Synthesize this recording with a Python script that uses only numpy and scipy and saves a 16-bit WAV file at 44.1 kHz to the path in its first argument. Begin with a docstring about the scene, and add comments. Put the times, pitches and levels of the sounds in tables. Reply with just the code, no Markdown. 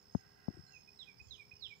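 """Songbird among trees

A bird on the right repeats a chip, a steep slide and a low whistle, louder each time: gliding pure
tones that branches reflect and trees scatter. Insects trill in trains of pulses, and far birds call
thinly and hoarsely. Over quiet air and a faint hum, soft knocks ring the left microphone's casing."""
import sys
import numpy as np
from scipy import signal
from scipy.io import wavfile

SR = 44100
rng = np.random.default_rng(int(sys.argv[2]) if len(sys.argv) > 2 else 0)


def store_wav(level_fs):
    """Save 16-bit WAV to argv[1]."""
    pcm = np.round(np.clip(np.atleast_2d(level_fs), -1, 1) * 32767)
    wavfile.write(sys.argv[1], SR, pcm.T.astype(np.int16))


N = 79380
TIME = np.arange(N) / SR

# outdoor noise floor: f/Hz, level in a 1 Hz band/dB, pan/dB (pan is always left minus right)
AIR_SPECTRUM = [(25.7, -106, -19), (54, -95.5, -5), (97, -89, 6), (190, -94, 1), (278, -103, 0.5),
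                (440, -105, -2.5), (562, -110, -7), (842, -103, 12), (1210, -109, -10.5),
                (2000, -111, -4.5), (3650, -116, -4.5), (4640, -113, -17.5), (4880, -105, -8),
                (5720, -114, -11.5), (7550, -121, -7.5), (9720, -122, -20.5), (13600, -127, -9),
                (15000, -115, -8.5)]
# tones of the far hum: f/Hz, level/dB
HUM_TONES = [(410, -78), (495, -85.5)]
# knocks: t/s, relative level/dB, low cutoff/Hz, high cutoff/Hz, pan/dB
KNOCKS = [(0.1493, 16.5, 40, 1740, 48), (0.4819, 11.5, 40, 1320, 40), (.501, -9, 40, 700, 22),
          (0.54, 2.5, 40, 105, 22), (0.574, 2, 41, 99, 34), (.587, -2.5, 40, 190, 33),
          (.598, 2.5, 39, 98.5, 27), (0.631, -11, 40, 146, 11), (1.528, -1.5, 41.5, 96, 4.5)]
# resonances of the casing: lower edge/Hz, upper edge/Hz, gain/dB
CASING_MODES = [(81, 162, -3.5), (169.5, 261.6, 1), (335, 431, -21.5), (447, 827, -17), (1020, 2120, -42.5)]
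# rumbles of handling: centre t/s, width/s, level/dB, pan/dB
RUMBLES = [(1.212, 0.027, -62.5, 16), (1.312, 0.046, -60.5, -6.5), (1.65, 0.065, -68, 2)]
# small handling knocks that ring hollow: t/s, impulse level/dB
HOLLOW_KNOCKS = [(.502, -2), (.535, -10.5), (.569, -1.5), (.591, -9.5)]
# resonances of the hoarse call: f/Hz, bandwidth/Hz, relative level/dB
HOARSE_FORMANTS = [(751, 61, -1.5), (1415, 300, -1), (1580, 105, 2.5), (1965, 135, 0), (2685, 410, -5.5)]
# envelope of the hoarse call: t/s, level/dB
HOARSE_ENVELOPE = [(.1, -77.5), (.17, -70), (.25, -66.5), (.34, -70), (.44, -65), (.5, -68), (.56, -64.5),
                   (.63, -71.5), (.72, -66.5), (.82, -81.5), (1.1, -74.5), (1.25, -91)]
# contours of a thin call, a chip and a whistle: fraction of duration, f/Hz, relative level/dB
THIN_CONTOUR = [(0, 4350, -12), (.2, 4170, -9), (.7, 4280, -1.5), (1, 4120, -3)]
CHIP_CONTOUR = [(0, 1750, -31), (.2, 2100, -24), (.33, 2480, -6), (.55, 2500, 0), (.8, 2470, -8),
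                (1, 2420, -26)]
WHISTLE_CONTOUR = [(0, 2480, -30), (.2, 2470, -16), (.36, 2450, -4.5), (.48, 2385, -3), (.66, 2307, -2.5),
                   (.88, 2302, -6.5), (1, 2260, -27)]
# syllables sung on those contours: onset t/s, duration/s, level/dB, pitch ratio, swell/dB, extra fall/Hz
THIN_CALLS = [(.664, .034, -63, 1.0, -6, 0), (1.17, .03, -59, 1.18, 0, 50), (1.255, .05, -73, .785, 0, 120),
              (1.525, .085, -73, .68, 0, -60)]
CHIPS = [(.864, 0.041, -57, 1.004, -1, 3.5), (1.19, 0.0304, -48.5, 1.005, -16, 21),
         (1.507, 0.025, -47, 1.0, -10, 21)]
WHISTLES = [(.710, 0.074, -54, 1.105, 10, 168), (1.057, 0.067, -51, 1.01, -5, 20),
            (1.376, 0.067, -49.5, 0.99, -19.5, -3), (1.686, 0.06, -47.5, .99, 0.5, -2)]
# trills of the high insects: onset t/s, duration/s, f/Hz, level/dB, pan/dB
TRILLS = [(-.03, 0.066, 6710, -73.5, -23), (0.1, 0.12, 8100, -81, -12), (0.117, .103, 6420, -66, -18),
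          (0.532, 0.088, 8110, -77, -22), (0.643, 0.049, 7530, -76.5, -7), (0.668, 0.063, 7040, -71, -18),
          (0.716, 0.11, 6460, -64.5, -30), (0.945, 0.085, 8000, -78, -17), (0.991, 0.071, 7440, -78, -7),
          (1.216, 0.075, 6950, -69.5, -25), (1.222, 0.082, 7470, -76, -19), (1.268, 0.11, 6430, -64.5, -29),
          (1.369, 0.076, 8080, -77.5, -17), (1.672, 0.068, 7450, -78, -5), (1.756, .068, 7080, -69.5, -18)]
# one wing stroke of the steady insect: fraction of cycle, f/Hz, relative level/dB
WING_STROKE = [(0, 5418, -26), (.2, 5380, -11), (.38, 5276, -1.5), (.58, 5203, -9), (.78, 4796, -19),
               (1, 4630, -48)]
# envelope of the steady insect: t/s, level/dB
INSECT_ENVELOPE = [(0, -61.5), (.09, -54.5), (.35, -59.5), (.55, -55), (.95, -55), (1.15, -58), (1.45, -59),
                   (1.52, -54), (1.71, -56), (1.8, -68)]
# steep slides: opening t/s, fall/(Hz/s), level/dB, rise/(dB/s), hold/s, sag/(dB/s)
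SLIDES = [(0.993, 20000, -48.5, 3200, 0.04, 34), (1.31, 22000, -44.5, 2197, 0.049, 243),
          (1.626, 24500, -42.5, 563, 0.041, 41)]
# reflections from nearby branches: delay/s, gain/dB
BRANCH_ECHOES = [(.0045, -11.5), (0.01, -9), (.026, -21)]


def from_db(db):
    """Amplitude grows tenfold for every 20 dB."""
    return 10 ** (np.asarray(db) / 20)


def rms_one(x):
    """Division by the rms value gives unit power."""
    return x / np.sqrt(np.mean(x ** 2) + 1e-20)


def along(rows, at):
    """Linear interpolation of each further column of a table along the first."""
    first, *columns = np.transpose(rows)
    return [np.interp(at, first, column) for column in columns]


def pan(db):
    """A level difference gives direction; the louder side has unit gain."""
    return from_db([[min(db, 0)], [min(-db, 0)]])


def band(x, low_hz, high_hz):
    """A causal band-pass filter rings longer the narrower it is."""
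    return signal.sosfilt(signal.butter(2, [low_hz, high_hz], "band", fs=SR, output="sos"), x + 1e-18)


def noise(low_hz, high_hz):
    """Stationary band noise of unit power, uncorrelated between the channels."""
    white = rng.standard_normal((2, N + SR // 10))
    return rms_one(band(white, low_hz, high_hz)[:, -N:])


def drift(steps_per_s):
    """Random modulation of unit power, interpolated between independent values."""
    steps = rng.standard_normal(1024)
    return rms_one(np.interp(TIME * steps_per_s, np.arange(len(steps)), steps))


def tone(hz, rms_db):
    """The phase of a sinusoid is the integral of its frequency."""
    return np.sqrt(2) * from_db(rms_db) * np.sin(2 * np.pi * np.cumsum(hz) / SR)


def impulse(at_s, db):
    """An impulse excites all frequencies equally."""
    return from_db(db) * (np.arange(N) == int(at_s * SR))


def delayed(x, delay_s):
    """Propagation delays a wave without changing its shape."""
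    return np.interp(TIME - delay_s, TIME, x, left=0)


def from_right(x, pan_db, lag_s=0.0004325):
    """Time and level differences: sound from the right reaches the left later and weaker."""
    return np.array([delayed(x, lag_s), x]) * pan(pan_db)


def tree_scatter(x, t60_s=0.27, build_s=0.011):
    """Multiple scattering by trunks and leaves builds a tail that decays exponentially."""
    t = TIME[:SR // 2]
    envelope = from_db(-60 * t / t60_s) * (1 - np.exp(-t / build_s)) ** 2
    response = rng.standard_normal((2, len(t))) * envelope
    response /= np.sqrt(np.sum(response ** 2, axis=1, keepdims=True))
    return signal.fftconvolve(x[None], response, axes=1)[:, :N] * pan(-12.5)


def outdoor_air(correlation=0.47):
    """Air and insect hiss in third octaves: band power is spectral density times bandwidth."""
    out = np.zeros((2, N))
    edges_hz = 22 * 2 ** (np.arange(30) / 3)
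    for low, high in zip(edges_hz, edges_hz[1:]):
        density_db, pan_db = along(AIR_SPECTRUM, np.sqrt(low * high))
        mid, side = noise(low, high)
        pair = np.sqrt((1 + correlation) / 2) * mid + np.sqrt((1 - correlation) / 2) * side * [[1], [-1]]
        out += pair * np.sqrt(high - low) * from_db(density_db) * pan(pan_db)
    return out


def far_hum(wander=0.008, flicker_db=1.0):
    """Random modulation broadens two faint tones, independently on each side."""
    out = np.zeros((2, N))
    for channel in out:
        for hz, db in HUM_TONES:
            channel += tone(hz * (1 + wander * drift(29)), db + flicker_db * drift(7.75))
    return out


def hollow_rings():
    """Impulse response: small handling knocks each ring one hollow resonance near 340 Hz."""
    taps = sum(impulse(at_s, db) for at_s, db in HOLLOW_KNOCKS)
    return band(taps, low_hz=295, high_hz=382) * pan(17)


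def casing_knocks(gain_db=6.5):
    """Impact excitation: soft knocks, poor in treble, briefly ring the modes of the casing."""
    taps = np.zeros((2, N))
    for at_s, db, low_hz, high_hz, pan_db in KNOCKS:
        lowpass = signal.butter(2, high_hz, fs=SR, output="sos")
        highpass = signal.butter(2, low_hz, "high", fs=SR, output="sos")
        softening = np.vstack([lowpass, lowpass, highpass])
        taps += signal.sosfilt(softening, impulse(at_s, db) + 1e-18) * pan(pan_db)
    # neighbouring modes have opposite polarity
    modes = [(-1) ** k * from_db(db) * band(taps, low, high)
             for k, (low, high, db) in enumerate(CASING_MODES)]
    return from_db(gain_db) * sum(modes)


def handling_rumble():
    """Structure-borne sound: handling makes low noise in Gaussian swells."""
    swells = sum(from_db(db) * np.exp(-((TIME - at_s) / width_s) ** 2 / 2) * pan(pan_db)
                 for at_s, width_s, db, pan_db in RUMBLES)
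    return swells * noise(low_hz=55.6, high_hz=116)


def hoarse_bird():
    """Formants: noise confined to a few resonance bands makes one long, far call."""
    level_db, = along(HOARSE_ENVELOPE, TIME)
    rasp = sum(from_db(db) * noise(hz - width / 2, hz + width / 2) for hz, width, db in HOARSE_FORMANTS)
    return rms_one(rasp) * from_db(level_db) * pan(-10)


def syllables(contour, rows, waver=0.0033):
    """Frequency and amplitude modulation: a tone follows a contour, stretched and transposed per row."""
    out = np.zeros(N)
    for start, duration, db, ratio, swell_db, fall_hz in rows:
        fraction = (TIME - start) / duration
        contour_hz, contour_db = along(contour, fraction)
        gate = np.clip(np.minimum(fraction, 1 - fraction) * 20, 0, 1)
        from_middle = np.clip(fraction, 0, 1) - 0.5
        hz = (contour_hz * ratio - fall_hz * from_middle) * (1 + waver * drift(220))
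        out += gate * tone(hz, db + contour_db + swell_db * from_middle)
    return out


def thin_birds(scatter_db=-7.5):
    """Scattering blurs the thin whistles of distant birds."""
    calls = syllables(THIN_CONTOUR, THIN_CALLS)
    return from_right(calls, pan_db=-21) + from_db(scatter_db) * tree_scatter(calls)


def high_insects(pulses_per_s=79, edge_s=0.007, wander=0.004, scatter_db=-14):
    """Amplitude modulation divides one high carrier per trill into rounded pulses."""
    out = np.zeros((2, N))
    for start, duration, hz, db, pan_db in TRILLS:
        t = TIME - start
        gate = np.clip(np.minimum(t, duration - t) / edge_s, 0, 1)
        pulses = np.sin(np.pi * pulses_per_s * t) ** 2
        carrier = tone(hz * (1 + wander * drift(250)), db)
        out += from_right(gate * pulses * carrier, pan_db)
    return out + from_db(scatter_db) * tree_scatter(out[1])


def steady_insect(strokes_per_s=72.6, slowing_per_s2=1.4, wander=0.008, rough_db=2.18, scatter_db=-7.5):
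    """Stridulation: wing strokes, each falling in pitch, form an unbroken run that slows slightly."""
    cycle = (0.23 + strokes_per_s * TIME - slowing_per_s2 * TIME ** 2 / 2) % 1
    hz, stroke_db = along(WING_STROKE, cycle)
    level_db, = along(INSECT_ENVELOPE, TIME)
    buzz = tone(hz * (1 + wander * drift(300)), level_db + stroke_db + rough_db * drift(90))
    return from_right(buzz, pan_db=-9.5) + from_db(scatter_db) * tree_scatter(buzz)


def slides(waver=0.0044):
    """Frequency sweeps: a falling tone leads in softly, bursts open, holds and flicks downward."""
    lead_s, lead_floor_db, bend_hz_per_s2 = 0.077, -32, 130000
    opening_hz, opening_db, opening_s = 4028, 10, 0.0045
    flick_hz_per_s2, lowest_hz, release_db_per_s, end_s = 5e6, 1180, 2300, 0.1
    out = np.zeros(N)
    for opens_at, fall_hz_per_s, db, rise_db_per_s, hold_s, sag_db_per_s in SLIDES:
        t = TIME - opens_at
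        before, after = np.clip(-t, 0, lead_s), np.clip(t, 0, end_s)
        closing = np.maximum(after - hold_s, 0)
        sweep_hz = opening_hz + fall_hz_per_s * (before - after) + bend_hz_per_s2 * before ** 2
        hz = np.maximum(sweep_hz - flick_hz_per_s2 * closing ** 2, lowest_hz)
        attack_db = -rise_db_per_s * before - opening_db * np.minimum(before / opening_s, 1)
        decay_db = sag_db_per_s * after + release_db_per_s * closing
        level_db = db + np.maximum(attack_db, lead_floor_db) - decay_db
        gate = np.clip((t + lead_s) / 0.0057, 0, 1) * (t < end_s)
        out += gate * tone(hz * (1 + waver * drift(300)), level_db)
    return out


def songbird(scatter_db=-11):
    """Multipath propagation: the song arrives directly, off branches and as a diffuse tail."""
    song = syllables(CHIP_CONTOUR, CHIPS) + slides() + syllables(WHISTLE_CONTOUR, WHISTLES)
    echoes = sum(from_db(db) * delayed(song, delay_s) for delay_s, db in BRANCH_ECHOES)
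    return from_right(song + echoes, pan_db=-21) + from_db(scatter_db) * tree_scatter(song)


def scene():
    """Superposition: the pressures of all sources add."""
    birds = songbird() + thin_birds() + hoarse_bird()
    insects = steady_insect() + high_insects()
    handling = hollow_rings() + casing_knocks() + handling_rumble()
    return outdoor_air() + far_hum() + handling + insects + birds


def record(dry, cutoff_hz=15600):
    """Band limiting: an elliptic low-pass cuts the highest treble steeply."""
    return signal.sosfilt(signal.ellip(12, 0.1, 70, cutoff_hz, fs=SR, output="sos"), dry)


dry = scene()
out = record(dry)
store_wav(out)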